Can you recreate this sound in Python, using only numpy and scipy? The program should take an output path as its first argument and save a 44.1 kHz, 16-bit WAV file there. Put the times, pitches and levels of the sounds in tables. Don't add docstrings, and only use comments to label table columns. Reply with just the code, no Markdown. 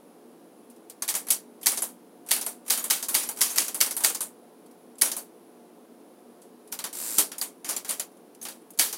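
import sys
import numpy as np
from scipy import signal
from scipy.fft import rfft, irfft
from scipy.io import wavfile

SR = 44100
rng = np.random.default_rng(int(sys.argv[2]) if len(sys.argv) > 2 else 0)


def store_wav(level_fs):
    pcm = np.round(np.clip(np.atleast_2d(level_fs), -1, 1) * 32767)
    wavfile.write(sys.argv[1], SR, pcm.T.astype(np.int16))


def to_linear_factor(level_db):
    exponent = np.asarray(level_db, float) / 20
    return 10 ** exponent


N = 395577

EDGES = 190 * 2 ** np.arange(0, 6.6, 1 / 3)
CENTRES = np.sqrt(EDGES[1:] * EDGES[:-1])
SPAN = np.arange(round(.25 * SR)) / SR

# [f/Hz, density/dB per Hz]
HUSH = [(32, -92.5), (55, -60), (156, -23), (176, -11.5), (240, -10), (270, -6), (367, -5.5), (394, -15),
        (434, -6), (619, -14.5), (905, -18.5), (1850, -31.5), (7670, -39), (10200, -33.5), (16000, -39)]
# [f/Hz, rms level/dB, unsteadiness/ratio]
HUMS = [(120.5, -84.5, .3), (239.6, -60.5, 1.6), (422.8, -64.5, 3.0), (711, -68.5, 3.9), (9940, -73, .35)]
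# [t/s, peak level/dB, ring f/Hz, t60/s]
TOUCHES = [(0.699, -43, 10200, 0.13), (0.7617, -50, 9800, 0.07), (4.6606, -49.5, 11200, 0.07),
           (4.7102, -49, 9900, 0.087), (4.9545, -46, 7600, 0.03), (4.9825, -38, 10200, 0.16),
           (6.4163, -47.5, 10400, 0.19), (6.674, -44, 10100, 0.089), (8.1155, -53, 10900, 0.065),
           (8.1698, -51.5, 9990, 0.076), (8.3477, -43, 10600, 0.061), (8.6178, -50, 9990, 0.07),
           (8.7345, -48, 9990, 0.12)]
# [t/s, peak level/dB, clatter t60/s, weight/dB]
HANDLING = [(0.8976, -25.5, 0.11, -3), (1.0212, -12.5, 0.13, 2.5), (1.14, -16.5, 0.22, 6.5),
            (1.1507, -9, 0.13, -2.5), (1.1665, -17.5, .21, -11), (1.3039, -0.5, .15, -11),
            (6.718, -28, .18, -3), (6.7236, -16, .15, 2), (6.789, -17.5, 0.15, 6.5), (6.84, -14, .17, 4.5),
            (6.9277, -26, 0.38, -4), (7.183, .5, 0.18, -2), (7.3162, -24, 0.17, 8.5),
            (7.3818, -16, 0.11, -6.5), (7.4138, -10, .18, -2.5), (7.645, -21.5, 0.3, 5.5),
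            (7.682, -23, .18, -3), (7.6894, -11.5, 0.23, 1.8), (7.7084, -25, 0.23, 6),
            (7.7637, -13.5, .14, 1.5), (7.8464, -23.5, 0.2, 7), (7.8814, -24, .17, -2.5),
            (7.891, -11, 0.15, 0.5), (7.9074, -15, 0.22, 1.7), (7.996, -13, .14, 1.7),
            (8.4138, -30, 0.21, 1), (8.4267, -22, .2, -13), (8.451, -19.5, 0.18, 6.5), (8.485, -22, .21, 2),
            (8.7048, -28, 0.071, -24)]
# [t/s, peak level/dB, f/Hz, t60/s]
PINGS = [(.8984, -33, 9240, 0.037), (1.0231, -16, 6470, 0.033), (1.0879, -27, 4960, .08),
         (1.1654, -20, 9800, .04), (1.3057, -2.5, 10500, 0.04), (1.8235, -10, 10300, .045),
         (2.795, -20.5, 6800, 0.061), (3.1453, -7, 14800, .04), (3.1522, -11, 8670, .04),
         (3.5049, -22.5, 6320, .1), (6.7255, -24, 5700, 0.05), (6.79, -29, 4080, 0.064),
         (7.4135, -7.5, 4730, 0.014), (7.7084, -14.5, 9500, .04), (7.7672, -13.5, 7360, 0.033),
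         (7.9069, -10, 9330, .032), (7.998, -17, 7360, 0.045), (8.4158, -27, 6400, 0.06)]
# [t/s, peak level/dB, escapement lead/ms, clatter t60/s, clatter level/dB]
STRIKES = [(1.0883, -8.5, 10.5, 0.14, 0), (1.3102, -9.5, 8.2, 0.19, -4), (1.668, -1, 9.5, 0.25, -7.5),
           (2.3145, -2, 6.4, 0.27, -7), (2.705, -2.5, 6.5, 0.28, -4.5), (2.9079, -0.8, 7.9, 0.29, -7),
           (3.1498, -2.3, 7.2, 0.34, -7), (3.4148, -2, 7.4, 0.3, -6), (3.583, -.5, 6.9, 0.34, -9),
           (3.8115, 0.2, 7.7, 0.21, -6.5), (4.0465, -.4, 10.1, 0.23, -6), (5.0193, -0.4, 7, 0.35, -13),
           (8.7947, -2, 6.3, 0.31, -4.5)]
# [t/s, peak level/dB, clatter t60/s]
LEVERS = [(1.2684, -23, .16), (1.6127, -32.5, .19), (2.2628, -32.5, .5), (2.651, -43, .23),
          (2.6623, -29.5, .24), (3.133, -21, .5), (3.3615, -28.5, .18), (3.3716, -22, .22),
          (4.0047, -19.5, .5), (8.775, -29.5, .21)]
# [t/s, peak level/dB, clatter t60/s]
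LIFTS = [(1.285, -18, 0.11), (1.6297, -23, 0.17), (2.2874, -20.5, 0.2), (2.6797, -19.5, 0.12),
         (3.3877, -23.5, .2), (3.5585, -13, 0.24)]
# [t/s, peak level/dB, clatter t60/s]
DROPS = [(1.7174, -14, .16), (2.3626, -12, .13), (2.7748, -12.5, .18), (3.5019, -19, .5),
         (3.8616, -13.5, .16), (4.0974, -14.5, .11), (5.028, -10, .18), (5.0553, -15, .18),
         (5.0704, -21, .18)]
# [t/s, peak level/dB, clatter t60/s]
FALLS = [(1.7614, -24, 0.21), (1.7733, -12, .12), (2.4113, -14.5, 0.15), (3.0258, -13, .15),
         (3.2325, -15, 0.094), (3.681, -15, 0.11), (3.9086, -14, 0.14), (4.1465, -13.5, 0.13),
         (5.1157, -13.5, 0.14), (8.9266, -14, 0.15)]
# [t/s, peak level/dB, clatter t60/s]
STOPS = [(3.0845, -10.5, 0.24), (3.745, -11.5, 0.18), (4.206, -10, .18), (5.1657, -14, .18),
         (1.8203, -10.5, .2), (2.4634, -11, .19), (2.8406, -11, .17), (3.2888, -11, .15),
         (3.9659, -13, 0.19)]
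# [its knocks, (bass/dB, middle/dB, upper middle/dB, desk jolt/dB)]
STAGES = [
    (LEVERS, (-17, -21.5, -15, -67)),
    (LIFTS, (-26, -17, -13.5, -67.5)),
    (DROPS, (-19.5, -19, -16.5, -73.5)),
    (FALLS, (-21, -22, -7.5, -57)),
    (STOPS, (-21.5, -25, -18.5, -54.5)),
]
# [its knocks, (f/Hz, level/dB, lag/s, t60/s)]
SPRINGS = [
    (LIFTS, (11300, -4, .001, .06)),
    (DROPS, (9700, -9, .001, .04)),
    (FALLS, (6310, -14, .002, .07)),
    (STOPS[4:], (11400, -14, -.015, .09)),
]
# [f/Hz, density/dB per Hz]
METAL = [(3530, -31), (6000, 1), (7560, -1.5), (10000, 3.5), (12800, -3), (15200, -4), (15800, -11)]
# [f/Hz, width/Hz, level/dB]
FRAME = [(2211, 45, -5.5), (3170, 33, -4), (3720, 110, -9.5), (4510, 39, 4), (4870, 8.7, -10),
         (5780, 22, 14.5), (6560, 150, -9.5), (7020, 33, -8), (7300, 34, -11), (8130, 100, -10),
         (9100, 23, 3), (8940, 36, -10), (9660, 20, 10.5), (10300, 100, 6.5), (10400, 24, 4.5),
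         (11200, 130, -6.5), (11200, 38, -9), (12100, 100, -11), (12500, 23, -2), (13300, 15, -6.5),
         (13500, 29, -1), (14190, 110, 10.5)]
# [f/Hz, level/dB, t60/s]
PLATEN = [(877, -32, 0.048), (1132, -35, 0.052), (1925, -23.5, 0.03), (2253, -29, 0.083),
          (2990, -32, 0.032), (4665, -16.5, 0.025), (5320, -19.5, .03)]
# [t/s, level/dB, teeth per s]
RUN = [(6.928, -38, 48), (6.93, -34.5, 38), (7.001, -29.5, 72), (7.064, -28, 120), (7.174, -28.5, 104),
       (7.185, -21, 100)]
# [f/Hz, density/dB per Hz]
RAILS = [(590, -13.5), (1000, -13), (2780, -16), (3050, -16.5), (4410, -10.5), (6700, -9.5), (7270, -4),
         (11400, -4), (16000, -13.5)]
# [f/Hz, width/Hz, level/dB]
RACK = [(7300, 140, -2), (8800, 47, 8.5), (11700, 72, 9)]
# [f/Hz, level/dB, t60/s]
MARGIN = [(307, 4, 0.22), (417, 1, 0.53), (810, -8, 0.37), (1330, 3.5, 0.18), (1992, -10, 0.21),
          (2260, -10, 0.19)]


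def rms_one(x):
    return x / np.sqrt(np.mean(x ** 2) + 1e-20)


def at_hz(points, hz):
    points = np.array(points)
    return np.interp(np.log(hz), np.log(points[:, 0]), points[:, 1])


def add(out, s, piece):
    i = round(s * SR)
    out[..., i:i + piece.shape[-1]] += piece[..., :N - i]


def band(x, low_hz, high_hz):
    return signal.sosfilt(signal.butter(2, [low_hz, high_hz], "band", fs=SR, output="sos"), x)


def resonance(x, hz, width_hz):
    r = np.exp(-np.pi * width_hz / SR)
    poles = [1, -2 * r * np.cos(2 * np.pi * hz / SR), r * r]
    return signal.lfilter(np.array([1, 0, -1]) * (1 - r * r) / 2, poles, x)


def ping(hz, t60):
    t = SPAN[:round(t60 * SR)]
    tone = np.sin(2 * np.pi * hz * t + rng.uniform(0, 2 * np.pi))
    return tone * to_linear_factor(-60 * t / t60) * (1 - np.exp(-t / 0.00025))


def colour(bass_db, middle_db, upper_db, scatter_db=1.2):
    treble_db = at_hz(METAL, np.maximum(CENTRES, 6000)) - 9
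    own = [(200, bass_db + 7.5), (800, bass_db + 11.5), (2600, middle_db + 4.5),
           (6000, upper_db), (8500, treble_db[0])]
    scatter = scatter_db * rng.standard_normal(len(CENTRES))
    return to_linear_factor(np.where(CENTRES > 8500, treble_db, at_hz(own, CENTRES)) + scatter)[:, None]


def dying(t60, rise_s):
    slower = (CENTRES[:, None] / 8000) ** -.08
    return to_linear_factor(-60 * SPAN / (t60 * slower)) * (1 - np.exp(-SPAN / (rise_s * slower ** 3)))


def contacts():
    knocks = []
    for rows, (bass, middle, upper, jolt) in STAGES:
        knocks += [(s, db, t60, bass, middle, upper, db + jolt) for s, db, t60 in rows]
    for s, db, t60, weight in HANDLING:
        knocks.append((s, db, t60, weight - 23.5, weight - 20.5, .4 * weight - 12, db + weight - 54))
    return knocks


def room_tone():
    hz = np.maximum(np.fft.rfftfreq(N, 1 / SR), 1)
    noise = rfft(rng.standard_normal(N))
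    out = to_linear_factor(-52.5) * rms_one(irfft(noise * to_linear_factor(at_hz(HUSH, hz)), N))
    for hum_hz, db, unsteady in HUMS:
        narrow = resonance(rng.standard_normal(N), hum_hz, 12)
        wavering = rms_one(resonance(narrow, hum_hz, 12))
        steady = np.sqrt(2) * np.sin(2 * np.pi * hum_hz * np.arange(N) / SR)
        out += to_linear_factor(db) * rms_one(steady + unsteady * wavering)
    return out


def touches(power, rings):
    for s, db, hz, t60 in TOUCHES:
        shade = colour(-39.5, -21.5, -13.5, scatter_db=2.4)
        add(power, s, (to_linear_factor(db - 7.5) * shade * dying(t60, .0006)) ** 2)
        add(rings, s, to_linear_factor(db - 5.5) * ping(hz, .03))


def linkage(power):
    click = dying(0.022, 0.0005) ** 2
    for s, db, t60, bass_db, middle_db, upper_db, _ in contacts():
        shade = (to_linear_factor(db - 10) * colour(bass_db, middle_db, upper_db)) ** 2
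        add(power, s, shade * (click + (to_linear_factor(-5) * dying(t60, 0.0028)) ** 2))


def links_and_springs(rings):
    ringing = list(PINGS)
    for rows, (hz, ring_db, lag_s, t60) in SPRINGS:
        ringing += [(s + lag_s, db + ring_db, hz, t60) for s, db, _ in rows]
    for s, db, hz, t60 in ringing:
        add(rings, s, to_linear_factor(db - 8) * ping(hz * rng.normal(1, .01), t60))


def crack():
    pulses = np.zeros(200)
    pulses[[12, 34, 62]] = to_linear_factor([1.5, -2.5, -6.5]) * [1, 1, -1]
    return band(pulses, 2000, 15500)


def strikes(power, rings):
    trip, slap = dying(.12, .0005) ** 2, dying(.018, .0004) ** 2
    for s, db, lead_ms, t60, clatter_db in STRIKES:
        shade = (to_linear_factor(db - 11.5) * colour(-28, -19.5, -11.5)) ** 2
        rattle = (to_linear_factor(clatter_db) * dying(t60, 0.0038)) ** 2
        add(power, s, shade * (to_linear_factor(2 * 3) * slap + rattle))
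        add(power, s - lead_ms / 1000, shade * to_linear_factor(-13.5) * trip)
        add(rings, s, to_linear_factor(db + 2) * crack())
        add(rings, s + .001, to_linear_factor(db - 17) * ping(6420 * rng.normal(1, .01), .02))


def grains(count, share, spread_db):
    size_db = spread_db * np.minimum(rng.exponential(1, N), 3)
    hits = (rng.random(N) < share) * to_linear_factor(size_db)
    hits = signal.lfilter([1], [1, -.9], hits)
    return rms_one(rng.standard_normal((count, N)) * (1 + hits))


def clatter(power):
    white, out = grains(count=2, share=0.0091, spread_db=-1.5), 0
    for k, (low, high) in enumerate(zip(EDGES, EDGES[1:])):
        shaken = white[k % 2] * np.sqrt(power[k]) + 1e-18
        out = out + band(shaken, low, high)
    return to_linear_factor(12) * out


def frame(power):
    out = np.zeros(N)
    for hz, width_hz, db in FRAME:
        shaking = np.sqrt(power[np.searchsorted(EDGES, hz) - 1])
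        taps = (rng.random(N) < 90 / SR) * to_linear_factor(3.4 * rng.standard_normal(N))
        r = np.exp(-np.pi * max(1.5 * width_hz, 70) / SR)
        w = 2 * np.pi * hz / SR
        rung = signal.lfilter([0, np.sin(w)], [1, -2 * r * np.cos(w), r * r], taps * shaking + 1e-18)
        out += to_linear_factor(np.clip(db, -6, 0)) * rung
    return to_linear_factor(2) * out


def ticks(power):
    shaking = np.sqrt(power[CENTRES > 4000].mean(axis=0))
    hits = rng.random(N) < 260 / SR
    hits = hits * to_linear_factor(10 + 2.9 * rng.standard_normal(N)) * rng.choice([-1, 1], N)
    return to_linear_factor(11) * band(hits * shaking + 1e-18, 2500, 12000)


def bodies():
    out, blows = np.zeros(N), []
    for s, db, *_ in contacts():
        woken = [FRAME[k][0] for k in rng.permutation(len(FRAME))[:5]]
        blows.append((s, db, [(hz, at_hz(METAL, hz) - 19, .03) for hz in woken]))
    blows += [(s, db, PLATEN) for s, db, *_ in STRIKES]
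    blows.append((7.182, -38.5, MARGIN))
    for s, db, modes in blows:
        for hz, mode_db, t60 in modes:
            note = ping(hz * rng.normal(1, .015), min(t60, .3))
            add(out, s, to_linear_factor(db + mode_db + rng.normal(0, 0.67)) * note)
    return out


def desk():
    push, tap = np.full(N, 1e-18), np.full(N, 1e-18)
    jolts = [(s - .0066, db - 62) for s, db, *_ in STRIKES]
    jolts += [(row[0], row[-1]) for row in contacts()]
    for s, db in jolts:
        add(push, s, to_linear_factor(db - 5 + rng.normal(0, 4)) * np.hanning(160))
        add(tap, s, to_linear_factor(db + 18.5) * np.hanning(60))
    panel = resonance(tap, 200, 60) + resonance(tap, 220, 70)
    return to_linear_factor(8.5) * resonance(push, 95, 140) + to_linear_factor(10) * panel


def carriage():
    s, db, per_s = np.transpose(RUN)
    t = np.arange(N) / SR
    tooth = np.cumsum(np.interp(t, s, per_s, left=0)) / SR % 1
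    hiss = rng.standard_normal(N) * (0.4 + 0.7 * np.exp(-tooth / .25))
    hiss = irfft(rfft(hiss) * to_linear_factor(at_hz(RAILS, np.fft.rfftfreq(N, 1 / SR) + 1)), N)
    song = sum(to_linear_factor(mode_db) * resonance(hiss, hz, width_hz) for hz, width_hz, mode_db in RACK)
    hiss = hiss + to_linear_factor(-1) * song * np.interp(t, [s[0], s[-1]], [.2, 1.2])
    return rms_one(hiss) * to_linear_factor(np.interp(t, s, db, left=-150, right=-150))


def scene():
    power, rings = np.zeros((len(CENTRES), N)), np.zeros(N)
    touches(power, rings)
    linkage(power)
    links_and_springs(rings)
    strikes(power, rings)
    metal = clatter(power) + rings + frame(power) + ticks(power) + bodies() + carriage()
    machine = signal.sosfilt(signal.butter(2, 190, "high", fs=SR, output="sos"), metal)
    return (machine + desk() + room_tone())[None]


def band_limit(x):
    return signal.sosfilt(signal.butter(12, 16970, fs=SR, output="sos"), x)


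def record(dry):
    rounded = 2 * np.tanh(dry / 2)
    top_cut = signal.ellip(10, .5, 36, 15850, fs=SR, output="sos")
    return band_limit(signal.sosfilt(top_cut, rounded))


dry = scene()
out = record(dry)
store_wav(out)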